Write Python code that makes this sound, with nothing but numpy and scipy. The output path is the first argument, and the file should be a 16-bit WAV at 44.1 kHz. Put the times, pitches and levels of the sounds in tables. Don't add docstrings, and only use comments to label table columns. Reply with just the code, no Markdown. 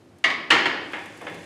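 import sys
import numpy as np
from scipy import signal
from scipy.io import wavfile
from scipy.ndimage import uniform_filter1d

SR = 44100
rng = np.random.default_rng(int(sys.argv[2]) if len(sys.argv) > 2 else 0)


def log_audio(samples):
    frames = np.atleast_2d(samples).T
    limited = np.clip(frames, -1, 1)
    pcm = np.round(limited * 32767).astype(np.int16)
    wavfile.write(sys.argv[1], SR, pcm)


N = 63945
TIME = np.arange(N) / SR

# start in seconds, level in dB, brightness in dB per octave,
# clear ring in dB relative to the blow, first burst of the wash in dB relative to the blow.
FIRST_LEVER_BLOWS = [(.240, -20.5, 2, 1.5, 5), (.2455, -22.5, -3, -6, 0), (.301, -28.5, 2, -10, 2)]
SECOND_LEVER_BLOWS = [(.5032, -18, -0.3, -17, 2.1), (.5055, -15, 0.84, 3.5, 0.84),
                      (.5085, -20, 0.045, -15, 6.8), (.5235, -22.5, -4.54, -9, 5.1),
                      (.541, -24, -2, -37, 4.6), (.656, -22.5, -1.95, -1.5, 5.4)]
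SLED_BLOWS = [(.820, -47.5, -4.5, -1, 5.1), (.933, -28.5, 1.5, -1, 3.2), (1.211, -41.5, -7, 0, 0.41),
              (1.267, -34.5, 0, 3, 6.2)]

# frequency in Hz, level in dB within the ring, t60 in seconds.
FIRST_LEVER_MODES = [(660, -13, .18), (745, -13, .2), (1110, -11, .48), (1240, -13, .48), (1711, -11, .42),
                     (1798, -7, .27), (1895, -11, .5), (1926, -4, .35), (2191, -3.5, .44), (2277, -11, .5),
                     (2845, 0, .09), (3456, -19, .47), (4680, -14, .1), (4786, -23, .65), (6300, -24, .22),
                     (8538, -29, .28)]
SECOND_LEVER_MODES = [(804, -20, .75), (952, -20, .7), (1372, -12, .32), (1425, -8, .09), (1707, -11, .6),
                      (1765, -9, .3), (1843, -12, .55), (1917, -9, .52), (2042, -7, .22), (2195, -17, .8),
                      (2559, -24, 1), (2726, -8, .11), (2890, -3, .08), (3133, -17, .65), (4129, -20, .22),
                      (4797, -30, 1.1)]
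SLED_MODES = [(307, -13, 1.1), (490, -16, 1), (570, -16, .8), (802, -15, .9), (951, -14, .6),
              (1297, -17, .6), (1703, -13, .65), (1835, -13, .7), (2146, -10, .55), (2720, -16, .5),
              (3461, -17, .8), (4795, -30, .8)]

# frequency in Hz, relative density in dB per Hz.
FIRST_LEVER_WASH = [(30, -44), (80, -26.5), (170, -17.5), (290, -6), (430, -13), (720, -6), (930, -11.5),
                    (1130, 2), (1420, -15.5), (1950, 5), (2250, -0.5), (2550, -10.5), (2850, -4.5),
                    (4000, -13), (4800, -18), (5600, -24.5), (7500, -29), (11000, -51), (13000, -59),
                    (15000, -70)]
SECOND_LEVER_WASH = [(30, -38), (60, -30), (120, -14), (200, -14.5), (300, -3.5), (450, -7.5), (700, -6),
                     (1100, -2), (1550, -2.5), (1900, 2), (2450, -4.5), (2900, -0.5), (3600, -14),
                     (4200, -11.5), (5000, -18.5), (7500, -24.5), (11000, -42), (13000, -51), (15000, -60)]
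SLED_WASH = [(60, -39), (170, -0.5), (290, -6), (420, 0), (700, 1.5), (1000, 0), (1300, -4.5), (1850, 2),
             (2400, -2.5), (2800, -4.5), (3500, -15), (4200, -26), (7000, -41), (15000, -59)]

# frequency in Hz, t60 in seconds.
WASH_T60 = [(100, 0.61), (300, 1.41), (700, 0.9), (1800, 0.81), (3000, 0.78), (5000, 0.74), (8000, 0.28),
            (13000, .3)]

# time in seconds, level in dB.
HISS_LEVEL = [(0, -73), (.78, -69), (.86, -58), (.94, -52.5), (1.15, -53), (1.3, -53.5), (1.45, -51.5)]
RUMBLE_LEVEL = [(0, -62), (.7, -54), (.95, -54), (1.22, -54.5), (1.35, -43), (1.45, -49)]

# start in seconds, level in dB.
TICKS = [(.185, -57.5), (.922, -50), (1.058, -47.5), (1.174, -52), (1.216, -50.5), (1.299, -52),
         (1.344, -47)]

# frequency in Hz, relative density in dB per Hz.
HISS_COLOUR = [(500, -14), (1800, 10.5), (4200, -0.5), (6500, 1), (10000, -5), (13000, -20), (15500, -22)]
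RUMBLE_COLOUR = [(50, -27), (120, 0), (170, -2), (240, -4), (340, 3), (600, -4.5), (1200, -19), (2000, -18),
                 (4000, -24.5), (9000, -71)]
TICK_COLOUR = [(1000, -8), (4000, -2), (9500, 0.5), (15000, -13)]
VENTILATION_COLOUR = [(25, -29), (50, -35), (76, -17.5), (97, 3), (150, -16), (260, -4.5), (450, -9.5),
                      (900, -18), (2000, -30), (5000, -34), (11000, -41.5), (15000, -56)]

# frequency in Hz, width in Hz, dB relative to the rumble.
DRONES = [(170.3, 9.5, -5.5), (343.8, 4.2, -4.5)]

# frequency in Hz, side level in dB relative to the mid.
SIDE_LEVEL = [(30, -13), (60, -29), (250, -36), (500, -30), (1000, -23), (2000, -19), (4000, -16),
              (5500, -21), (7500, -29)]

EDGES = 25 * 2 ** (np.arange(39) / 4)
CENTRES = np.sqrt(EDGES[1:] * EDGES[:-1])

PIVOT_HZ, TILT_FROM_HZ, TILT_TO_HZ = 1940, 460, 6900
CRACK_DB, CRACK_T60_S, CRACK_DB_PER_OCTAVE = 3, 0.028, 1.5
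BURST_T60_S, TAIL_DB = 0.11, -4.5
ATTACK_S, ATTACK_CYCLES, ROOM_BUILD_S = 0.00014, 1.7, 0.0046
FIRST_LEVER_SUSTAIN, SECOND_LEVER_SUSTAIN, SLED_SUSTAIN = 0.9, 1.03, 0.99
MODE_BUILD_S = 0.0005
FINE_DB, FINE_SPREAD_DB, FINE_RANGE_HZ = -6, 3, (800, 9000)
GRAIN_DB, GRAIN_S = 1.5, .004
TICK_S = 0.0062
VENTILATION_DB = -53
PAN_DB = .2
CUTOFF_HZ = 15450


def struck(blows, modes, colour, sustain):
    s, db, _, ring_db, _ = np.transpose(blows)
    clear = ring(s, db + ring_db, modes)
    fine = fine_ring(blows, colour)
    return clear + fine + wash(blows, colour, sustain)


def ring(s, db, modes):
    out = np.zeros(N)
    build = np.exp(-1 / (MODE_BUILD_S * SR))
    for hz, mode_db, t60 in modes:
        kicks = np.full(N, 1e-18, complex)
        phase = np.exp(2j * np.pi * rng.random(len(s)))
        kicks[(s * SR).astype(int)] = from_db(db + mode_db) * phase
        turn = np.exp(2j * np.pi * hz / SR)
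        fade = dying(1 / SR, t60)
        poles = np.poly([turn * fade, turn * build])
        out += signal.lfilter([1 - build], poles, kicks).real
    return out


def fine_ring(blows, colour, count=220):
    hz = np.geomspace(*FINE_RANGE_HZ, count) * np.exp(rng.normal(0, 1 / count, count))
    mode_db = at_hz(colour, hz) + rng.normal(0, FINE_SPREAD_DB, count)
    strength = from_db(mode_db) * np.sqrt(hz)
    strength_db = 20 * np.log10(strength / np.linalg.norm(strength))
    modes = np.transpose([hz, strength_db, at_hz(WASH_T60, hz)])
    s, db = np.transpose(blows)[:2]
    return ring(s, db + FINE_DB, modes)


def wash(blows, colour, sustain):
    hz = CENTRES[:, None]
    power = np.zeros((len(CENTRES), N))
    octaves = np.log2(np.clip(hz, TILT_FROM_HZ, TILT_TO_HZ) / PIVOT_HZ)
    t60 = at_hz(WASH_T60, hz) * sustain ** np.clip(1 + octaves, 0, 2)
    room_fill = 1 - np.exp(-TIME / ROOM_BUILD_S)
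    tail = from_db(TAIL_DB) * dying(TIME, t60) * room_fill
    crack = from_db(CRACK_DB + CRACK_DB_PER_OCTAVE * octaves) * dying(TIME, CRACK_T60_S)
    attack = 1 - np.exp(-TIME / (ATTACK_S + ATTACK_CYCLES / hz))
    for s, db, tilt_db, _, burst_db in blows:
        start = int(s * SR)
        burst = from_db(burst_db) * dying(TIME, BURST_T60_S)
        gains = band_gains(colour)[:, None] * from_db(db + tilt_db * octaves)
        blow_power = (gains * attack) ** 2 * (crack ** 2 + burst ** 2 + tail ** 2)
        power[:, start:] += blow_power[:, :N - start]
    return np.einsum("bn,bcn->cn", np.sqrt(power), noise_bands())


def sled_and_ticks():
    bands = noise_bands()
    grit = uniform_filter1d(rng.standard_normal(N), max(2, int(GRAIN_S * SR)))
    hiss_db = np.interp(TIME, *np.transpose(HISS_LEVEL)) + GRAIN_DB * grit / grit.std()
    hiss = from_db(hiss_db) * coloured(bands, HISS_COLOUR)

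    drones = sum(from_db(db) * drone(hz, width) for hz, width, db in DRONES)
    frame = coloured(bands, RUMBLE_COLOUR) + drones
    rumble = from_db(np.interp(TIME, *np.transpose(RUMBLE_LEVEL))) * frame

    tick_envelope = sum(from_db(db) * np.exp(-np.maximum(TIME - s, 0) / TICK_S) * (TIME > s)
                        for s, db in TICKS)
    ticks = tick_envelope * coloured(bands[..., ::-1], TICK_COLOUR)
    return hiss + rumble + ticks


def drone(hz, width):
    r = np.exp(-np.pi * width / SR)
    resonance = [1, -2 * r * np.cos(2 * np.pi * hz / SR), r * r]
    x = signal.lfilter([1, 0, -1], resonance, rng.standard_normal(N))
    return x / x.std()


def ventilation():
    return from_db(VENTILATION_DB) * coloured(noise_bands(), VENTILATION_COLOUR)


def coloured(bands, colour):
    return np.tensordot(band_gains(colour), bands, 1)


def band_gains(colour):
    gains = from_db(at_hz(colour, CENTRES)) * np.sqrt(CENTRES)
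    return gains / np.linalg.norm(gains)


def noise_bands():
    white = rng.standard_normal((2, 2, N + SR // 4))
    bands = []
    for k, hz in enumerate(CENTRES):
        band_pass = signal.butter(2, EDGES[k:k + 2], "band", fs=SR, output="sos")
        mid, side = signal.sosfilt(band_pass, white[k % 2])[:, -N:]
        width = from_db(at_hz(SIDE_LEVEL, hz)) * side * np.array([[1], [-1]])
        bands.append((mid + width) / mid.std())
    return np.array(bands)


def at_hz(points, hz):
    table_hz, values = np.transpose(points)
    return np.interp(np.log(hz), np.log(table_hz), values)


def dying(age, t60):
    return np.exp(-np.log(1000) * age / t60)


def from_db(db):
    return 10 ** (np.asarray(db) / 20)


def scene():
    steel = (struck(FIRST_LEVER_BLOWS, FIRST_LEVER_MODES, FIRST_LEVER_WASH, FIRST_LEVER_SUSTAIN)
             + struck(SECOND_LEVER_BLOWS, SECOND_LEVER_MODES, SECOND_LEVER_WASH, SECOND_LEVER_SUSTAIN)
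             + struck(SLED_BLOWS, SLED_MODES, SLED_WASH, SLED_SUSTAIN))
    return steel * from_db([[PAN_DB], [-PAN_DB]]) + sled_and_ticks() + ventilation()


def record(dry):
    low_pass = signal.ellip(10, .1, 80, CUTOFF_HZ, fs=SR, output="sos")
    return signal.sosfilt(low_pass, np.clip(dry, -.95, .95))


dry = scene()
out = record(dry)
log_audio(out)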